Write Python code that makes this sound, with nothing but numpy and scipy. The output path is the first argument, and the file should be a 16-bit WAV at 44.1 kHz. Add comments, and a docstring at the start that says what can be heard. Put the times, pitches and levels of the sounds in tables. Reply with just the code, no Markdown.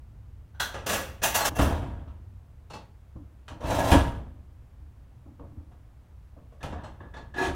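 """Over a low, steady rumble, an iron catch handle clanks: a signalman is throwing heavy levers in a
small wooden signal box. Each knock makes the iron frame clatter and the struck part ring. The levers
stick and slip along their quadrant and slam into the stop, where the rodding rebounds and the timber
floor booms. Between the levers he takes a few soft steps on the same boards."""
import sys
import numpy as np
from scipy import signal
from scipy.fft import rfft, irfft
from scipy.io import wavfile
from scipy.ndimage import uniform_filter1d

SR = 44100
rng = np.random.default_rng(int(sys.argv[2]) if len(sys.argv) > 2 else 0)


def dump_mix(stems):
    """Bounce the given channels to the path in sys.argv[1] as a 16-bit WAV at rate SR."""
    frames = np.atleast_2d(stems).T  # one column per channel
    limited = np.clip(frames, -1, 1)  # hard clip at full scale
    pcm = np.round(limited * 32767).astype(np.int16)
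    wavfile.write(sys.argv[1], SR, pcm)


N = 332955
AGE = np.arange(3 * 2 ** 14) / SR  # seconds since a hit
SCENE_HZ, HIT_HZ = np.fft.rfftfreq(N, 1 / SR), np.fft.rfftfreq(len(AGE), 1 / SR)


def gain_of(db):
    """Decibels to a gain."""
    return 10 ** (np.asarray(db) / 20)


def unit_rms(x):
    """Scales a signal to an rms of 1."""
    return x / np.sqrt(np.mean(x ** 2) + 1e-20)


def curve_at(points, hz):
    """Reads a curve of (Hz, value) points on a log-frequency axis."""
    f, value = np.transpose(points)
    return np.interp(np.log(hz + 1), np.log(f + 1), value)


def add(mix, start_s, sound):
    """Drops a sound into the mix at its start time."""
    part = mix[max(round(start_s * SR), 0):][:len(sound)]
    part += sound[:len(part)]


# The tone of the background bed. Each row: frequency in Hz, relative level in dB.
RUMBLE_SPECTRUM = [(15, -17.5), (30, -10.5), (42, -9), (58, -0.5), (90, -4), (125, -10.5), (165, -21.5),
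                   (280, -28), (400, -34.5), (900, -37.5), (2000, -46.5), (4500, -55.5), (9000, -58.5),
                   (15800, -60.5)]
# The fader ride on its low end. Each row: time in seconds, gain in dB.
RUMBLE_RIDE = [(0, -0.5), (2.201, 2), (2.701, -4), (3.3, -5), (4.8, -2.5), (6.3, -4), (7.5, 2)]


def rumble(db=-46.5, steadiness=0.2):
    """A low rumble, lightly evened out, drifts in level under a faint steady hiss."""
    bed = unit_rms(irfft(rfft(rng.standard_normal(N)) * gain_of(curve_at(RUMBLE_SPECTRUM, SCENE_HZ)), N))
    low = irfft(rfft(bed) / (1 + (SCENE_HZ / 250) ** 4), N)
    hiss = bed - low
    power = uniform_filter1d(uniform_filter1d(low ** 2, size=3000), size=2000) / np.mean(low ** 2)
    drift = gain_of(np.interp(np.arange(N) / SR, *np.transpose(RUMBLE_RIDE)))
    return gain_of(db) * (hiss + low * drift / power ** (steadiness / 2))


def hum(hz=66, db=-56, waver=0.054):
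    """A faint low hum whose pitch wanders."""
    wander = unit_rms(irfft(rfft(rng.standard_normal(N)) * (SCENE_HZ < 6), N))
    pitch_hz = hz * (1 + waver * wander)
    return gain_of(db) * unit_rms(np.sin(2 * np.pi * np.cumsum(pitch_hz) / SR))


def minor_modes():
    """The fine peaks and dips, in dB, that a struck part's many small modes put on its sound."""
    ripple = uniform_filter1d(uniform_filter1d(rng.standard_normal(len(HIT_HZ)), size=26), size=18)
    depth_db = curve_at([(400, 0), (1000, 1.6), (2500, 2.4), (6000, 2.2), (12000, 1.6)], HIT_HZ)
    return unit_rms(ripple) * depth_db


def contact_eq(spectrum, lift_db=0):
    """The tone of a contact as a gain per frequency, rippled by minor modes."""
    return unit_rms(gain_of(curve_at(spectrum, HIT_HZ) + lift_db + minor_modes()))


# The resonances of the iron lever frame. Each row: centre in Hz, width in Hz, boost or cut in dB.
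FRAME_RESONANCES = [(540, 35, 2.5), (757, 29, -5.5), (938, 12, 9), (1690, 36, 5.5), (2916, 130, -3.5),
                    (4150, 8.3, 5), (6000, 50, 1.5), (7300, 140, 3), (8890, 70, 11), (9720, 110, 11.5),
                    (11100, 90, 6), (11540, 130, 5.5), (12400, 110, 2.5), (13100, 210, 0.5),
                    (14500, 160, 9)]


def frame_eq(spectrum):
    """The tone of a contact heard through the iron frame's resonances."""
    lift_db = sum(db / (1 + (2 * (HIT_HZ - hz) / width) ** 2) for hz, width, db in FRAME_RESONANCES)
    return contact_eq(spectrum, lift_db)


# The tail of frame and room. Each row: frequency in Hz, t60 in seconds before a hit's ring factor.
DECAY_TIMES = [(60, 1), (250, 0.82), (700, 0.61), (2000, 0.61), (5000, 0.49), (9000, 0.44), (15000, 0.48)]


def clatter(eq, ring, grain_db, early, early_s=0.047, treble_db=0, bass_db=0):
    """Countless modes and close walls: a strong start, then a noisy tail whose treble dies first."""
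    chatter = unit_rms(uniform_filter1d(rng.standard_normal(len(AGE)), size=50))
    noise = unit_rms(rng.standard_normal(len(AGE)) * gain_of(grain_db * chatter))
    # A harder contact is brighter; the treble tilt grows with frequency.
    tilt_db = treble_db * curve_at([(1000, 0.059), (3500, 0.69), (9000, 1.5), (15000, 3.1)], HIT_HZ)
    tilt_db += bass_db * curve_at([(300, 1), (700, 0.099)], HIT_HZ)
    hz, t, bands = signal.stft(irfft(rfft(noise) * eq * gain_of(tilt_db)), SR, nperseg=512)
    fade = np.exp(-np.log(1000) * t / (ring * curve_at(DECAY_TIMES, hz)[:, None]))
    tail = signal.istft(bands * fade, SR, nperseg=512)[1][:len(AGE)]
    return tail * (1 + early * np.exp(-AGE / early_s))


def ringing(modes):
    """Damped sines, all set off together, from rows of (Hz, dB, t60 in seconds)."""
    return sum(gain_of(db) * np.exp(-np.log(1000) * AGE / t60) * np.sin(2 * np.pi * hz * AGE)
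               for hz, db, t60 in modes)


def attack(rise_s):
    """Loose parts take up their slack one after another, so a blow builds over a moment."""
    return np.sin(np.pi / 2 * np.minimum(AGE / rise_s, 1)) ** 2


# The boom of the timber floor that carries the frame.
# Each row: pitch in Hz, relative level in dB, t60 in seconds before a hit's ring factor.
FLOOR_MODES = [(63.6, -20.5, .7), (76.5, 1, 0.65), (112.1, -17.5, 0.52), (130.8, -8.5, 0.36),
               (274, 0.5, 0.2), (318.7, -8, 0.35)]


def thump(eq, treble_db, boom_db, ring, rise_s, boom_rise_s):
    """A blow clatters first; the floor takes longer to start booming."""
    blow = attack(rise_s) * clatter(eq, ring, grain_db=2.5, early=0.9, treble_db=treble_db)
    floor = ringing([(hz, db, t60 * ring) for hz, db, t60 in FLOOR_MODES])
    return blow + gain_of(boom_db) * attack(boom_rise_s) * floor


# The dull tone of a shoe on wood. 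Each row: frequency in Hz, relative level in dB.
SHOE_SPECTRUM = [(30, -2), (105, 6.5), (180, -5.5), (240, -2.5), (310, 2), (400, -24), (540, -13.5),
                 (750, -20), (1200, -25), (2500, -60), (8000, -60)]
# The footfalls. Each row: start in seconds, level in dB, treble tilt in dB, floor boom in dB.
FOOTFALLS = [(3.153, -41.5, -3.5, -0.5), (4.790, -59, -6, 4), (5.257, -47.5, .5, -8), (5.391, -50, -3, 2),
             (5.430, -47.5, -4.5, 6), (5.510, -49, -7, 1), (5.562, -47.5, 3.5, 7.5),
             (6.366, -51.5, 3, -9.5)]


def footsteps():
    """Soft shoes thud on the same boards that carry the frame."""
    out, eq = np.zeros(N), contact_eq(SHOE_SPECTRUM)
    for start_s, db, treble_db, boom_db in FOOTFALLS:
        thud = thump(eq, treble_db, boom_db, ring=0.58, rise_s=0.0083, boom_rise_s=0.018)
        add(out, start_s, gain_of(db) * thud)
    return out


# A lever sliding on its quadrant, one list a stroke.
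# Each row: time in seconds, pressure in dB, treble in dB.
LEVER_STROKES = [
    [(3.60, -47, -10), (3.635, -36.5, -10), (3.68, -34, 2), (3.71, -21.5, -10.5), (3.75, -30, 5.5),
     (3.785, -22, -6), (3.82, -29, -2), (3.865, -21.5, -2), (3.915, -28.5, 8.5)],
    [(7.355, -37.5, -7), (7.38, -35.5, 6.5), (7.405, -24, -3), (7.44, -32.5, 5), (7.47, -28.5, 3.5),
     (7.495, -38.5, 1), (7.55, -43, -3)],
]
# The tone of the scrape, one list a stroke. Each row: frequency in Hz, relative level in dB.
SCRAPE_SPECTRA = [
    [(30, -15.5), (110, 6), (200, -9.5), (300, 3.5), (430, -7), (560, 4.5), (860, 2), (1100, -10.5),
     (1700, -12.5), (2100, -18), (3200, -16), (4800, -24), (6200, -22.5), (15500, -34)],
    [(30, -17), (110, 10), (175, -2.5), (300, 7.5), (520, 1), (900, 4.5), (1400, 0), (2100, -8.5),
     (2600, -11), (3400, -7), (4900, -19), (6400, -17.5), (10000, -31), (15500, -40)],
]


def lever_scrapes(slips_per_s=1200, spread_db=2.0, treble_hz=1800):
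    """Iron sticks and slips, ringing the frame; loudness and brightness shift through the stroke."""
    out = np.zeros(N)
    for stroke, spectrum in zip(LEVER_STROKES, SCRAPE_SPECTRA):
        times, pressure_db, treble_db = np.transpose(stroke)
        t = np.arange(times[0], times[-1], 1 / SR)
        slipping = rng.random(len(t)) < slips_per_s / SR
        size = gain_of(spread_db * np.minimum(rng.exponential(1, len(t)), 4))
        slips = unit_rms(slipping * size * rng.choice([-1, 1], len(t)))
        dull = signal.lfilter(*signal.butter(1, treble_hz, fs=SR), slips)
        bright = gain_of(np.interp(t, times, treble_db)) * (slips - dull)
        force = gain_of(np.interp(t, times, pressure_db)) * (dull + bright)
        response = clatter(frame_eq(spectrum), ring=0.34, grain_db=1.5, early=1.2, early_s=0.02)
        add(out, times[0], signal.fftconvolve(force, response / np.linalg.norm(response)))
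    return out


# The tone of iron knocking on iron. Each row: frequency in Hz, relative level in dB.
CLANK_SPECTRUM = [(30, -14.5), (90, 3), (200, -0.5), (400, -2.5), (600, -1), (950, -2), (1250, -4),
                  (1650, -7.5), (2200, -13), (2800, -9.5), (4800, -17), (6000, -13), (11000, -23),
                  (15500, -26.5)]
# The voices of the iron parts. Each entry: bass tilt in dB, attack in seconds, ring factor,
# body resonances as (Hz, boost or cut in dB), the part's own notes as (Hz, level in dB).
IRON_PARTS = { "catch": (-10, 0.0079, 0.68, [(500, -9), (1120, -3.5), (1550, 15.5), (3350, 8.5), (4050, 12),
              (6100, 5)], [(1465, -4), (6008, -18.5)]), "block": (-5, .009, 0.85, [(540, 6), (960, -5),
              (2600, 4)], [(548, -7), (1685, -10.5), (5950, -15.5)]),
              "locking bar": (-11.5, .021, 0.74, [(860, 5.5), (1060, -4), (1270, -4.5), (1620, 5),
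              (2720, 4), (6100, 2.5)], [(662, -8), (1690, -15.5), (2720, -12), (6170, -18.5), (11020, -18),
              (13130, -20)]), "rod": (-11, 0.014, 0.67, [(620, 6), (850, 6), (1590, 4)], [(4200, -10),
              (7980, -15.5)]), "handle": (0, 0.011, .6, [(870, 3.5), (1700, -7.5), (2660, -1), (4350, 10)],
              [(850, -7), (2650, -10.5), (4320, -16.5), (5200, -20)]),
              "latch": (-8, 0.0014, .65, [(1300, 5), (2480, 2.5), (3000, 8), (4200, 6.5)], [(2450, -10),
              (3060, -13), (5080, -20)]), "spring": (2.4, .009, 0.79, [(1730, 15.5), (3600, 10)],
              [(1690, -3), (2580, -23)]), "lever": (3.5, 0.015, 0.49, [(720, 13.5), (1200, 1.5)],
              [(760, -2.5), (1660, -12.5)]), "frame": (-2, .006, .85, [(255, 12.5), (430, 7.5), (640, 9),
              (1250, 7.5)], [(283, -1.5), (1680, -9)]), "floor plate": (3, 0.0044, 0.69, [(460, 12.5),
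              (560, 11.5), (700, 9.5), (1100, 7.5)], [(600, -7), (1085, -17)])}
# The knocks as levers are gripped, unlatched and moved.
# Each row: start in seconds, level in dB, treble tilt in dB, level of the own notes in dB, part.
CLANKS = [ (0.543, -53, -15, -2, "catch"), (0.596, -24.5, 2, -1, "catch"), (.737, -31.5, -9, -4, "block"),
          (.860, -26.5, 1, -3, "block"), (.888, -25.5, 2.5, -0.5, "block"), (.926, -27.5, 3, 1, "block"),
          (0.965, -41, -11, -11, "block"), (1.215, -29, -5.5, -3, "block"),
          (1.223, -20, 4.5, 2, "locking bar"), (1.337, -20, 4.5, -4, "locking bar"),
          (1.401, -23, -4.5, 2.5, "rod"), (1.440, -20, 3, -14, "locking bar"),
          (1.547, -43, 5.5, 16.5, "locking bar"), (1.553, -32, -5, -7, "lever"),
          (1.587, -22.5, -13, -7.5, "frame"), (1.604, -32.5, 4, 6, "locking bar"),
          (2.077, -51.5, -15.5, -14, "latch"), (2.697, -42, -4.5, -9, "handle"),
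          (2.730, -37.5, -5.5, 3.5, "handle"), (3.480, -41, -4.5, -5, "latch"),
          (3.604, -41.5, -7, 3.5, "floor plate"), (3.651, -37, -8, 4.5, "handle"),
          (3.694, -29.5, -0.5, -8, "lever"), (3.782, -31, 1.5, 8, "lever"),
          (3.915, -24, -4.5, 2.5, "latch"), (3.922, -27, -5, 7, "frame"),
          (5.390, -47.5, -26.5, -4, "floor plate"), (5.708, -56, -11, -6, "lever"),
          (6.363, -56, -27.5, 1.5, "floor plate"), (6.520, -59, -7, 4, "floor plate"),
          (6.603, -47, -10.5, -7, "spring"), (6.629, -39, -2.5, -0.5, "latch"),
          (6.717, -35, -14.5, -11, "lever"), (6.777, -42, -27, -12, "spring"), (6.832, -38, -9, -7, "rod"),
          (7.000, -41.5, -26.5, -18, "spring"), (7.135, -41.5, -11, 2, "spring"),
          (7.162, -40.5, -10.5, -15, "handle"), (7.338, -40.5, -9, 5.5, "spring"),
          (7.379, -33, -38, 12, "spring"), (7.418, -33.5, -6.5, 9.5, "lever")]


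def iron_clanks(beat_hz=30, twin_db=-5, body_width=0.12, cut_s=1.489, cut_fall_s=0.011, cut_db=-22):
    """Each knock makes the frame clatter, coloured by the struck part, which rings in beating pairs."""
    out, frame = np.zeros(N), frame_eq(CLANK_SPECTRUM)
    for start_s, db, treble_db, notes_db, part in CLANKS:
        bass_db, rise_s, ring, resonances, notes = IRON_PARTS[part]
        modes = [(hz, level, ring * curve_at(DECAY_TIMES, hz)) for hz, level in notes]
        tones = ringing([(hz, level, 0.7 * t60) for hz, level, t60 in modes])
        twins = ringing([(hz + beat_hz, level + twin_db, 0.4 * t60) for hz, level, t60 in modes])
        body_db = sum(lift / (1 + (2 * (HIT_HZ / hz - 1) / body_width) ** 2) for hz, lift in resonances)
        eq = unit_rms(frame * gain_of(body_db + minor_modes()))
        body = clatter(eq, ring, grain_db=0, early=0.12, treble_db=treble_db, bass_db=bass_db)
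        clank = attack(rise_s) * (body + gain_of(notes_db) * (tones + twins))
        # The sound of the earlier knocks cuts out abruptly at cut_s.
        cut = (start_s < cut_s) * np.clip((start_s + AGE - cut_s) / cut_fall_s, 0, 1)
        add(out, start_s, gain_of(db + cut_db * cut) * clank)
    return out


# The heavy tone of a lever on its stop. Each row: frequency in Hz, relative level in dB.
STOP_SPECTRUM = [(25, -4), (70, 13), (130, 1), (200, -1.5), (280, -1.5), (430, -9.5), (620, -2.5),
                 (1150, -9.5), (1700, -14), (2100, -20.5), (3100, -16.5), (4500, -25.5), (9000, -27),
                 (15500, -36.5)]
# A lever taking up its load or meeting its stop, or a late rebound of the slam before it. Each row: start in
# seconds, # level in dB, treble tilt in dB, floor boom in dB, ring factor, gap to the first rebound in seconds,
# loss per rebound in dB.
LEVER_SLAMS = [ (1.470, -39.5, -15, -1.5, 1.16, 0.034, 0), (1.582, -23.5, -1.5, 2.5, 1.28, .043, 5),
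               (1.975, -51, -24, 8, 1.2, .03, 5.5), (3.500, -42, -18, 3.5, 0.65, .05, 5.5),
               (3.627, -35, -10, 5.5, 1.5, .045, 8.5), (3.913, -17, -1.5, 4, 0.96, .0185, 9),
               (6.632, -35.5, -10, -8.5, 1.26, .068, 5), (7.478, -36, -6, 5, 1.4, .02, 17)]


def lever_slams(rebounds=3, rise_s=0.011, softening=1.3, dulling_db=3.5, gap_growth=1.65):
    """A lever hits home and its rodding rebounds, each time later, duller and with a softer attack."""
    out, eq = np.zeros(N), frame_eq(STOP_SPECTRUM)
    for start_s, db, treble_db, boom_db, ring, gap_s, loss_db in LEVER_SLAMS:
        for k in range(1 + rebounds):
            blow = thump(eq, treble_db - k * dulling_db, boom_db, ring,
                         rise_s=rise_s * softening ** k, boom_rise_s=0.016)
            add(out, start_s, gain_of(db - k * loss_db) * blow)
            start_s += gap_s * gap_growth ** k
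    return out


def scene():
    """Rumble, footsteps and levers in one small room, in mono."""
    return (rumble() + hum() + footsteps() + lever_scrapes() + iron_clanks() + lever_slams())[None]


def record(dry):
    """A steep low-pass takes off the very top of the treble."""
    low_pass = signal.firwin(511, cutoff=15900, window=("kaiser", 9), fs=SR)
    return signal.oaconvolve(dry, low_pass[None], "same")


dry = scene()
out = record(dry)
dump_mix(out)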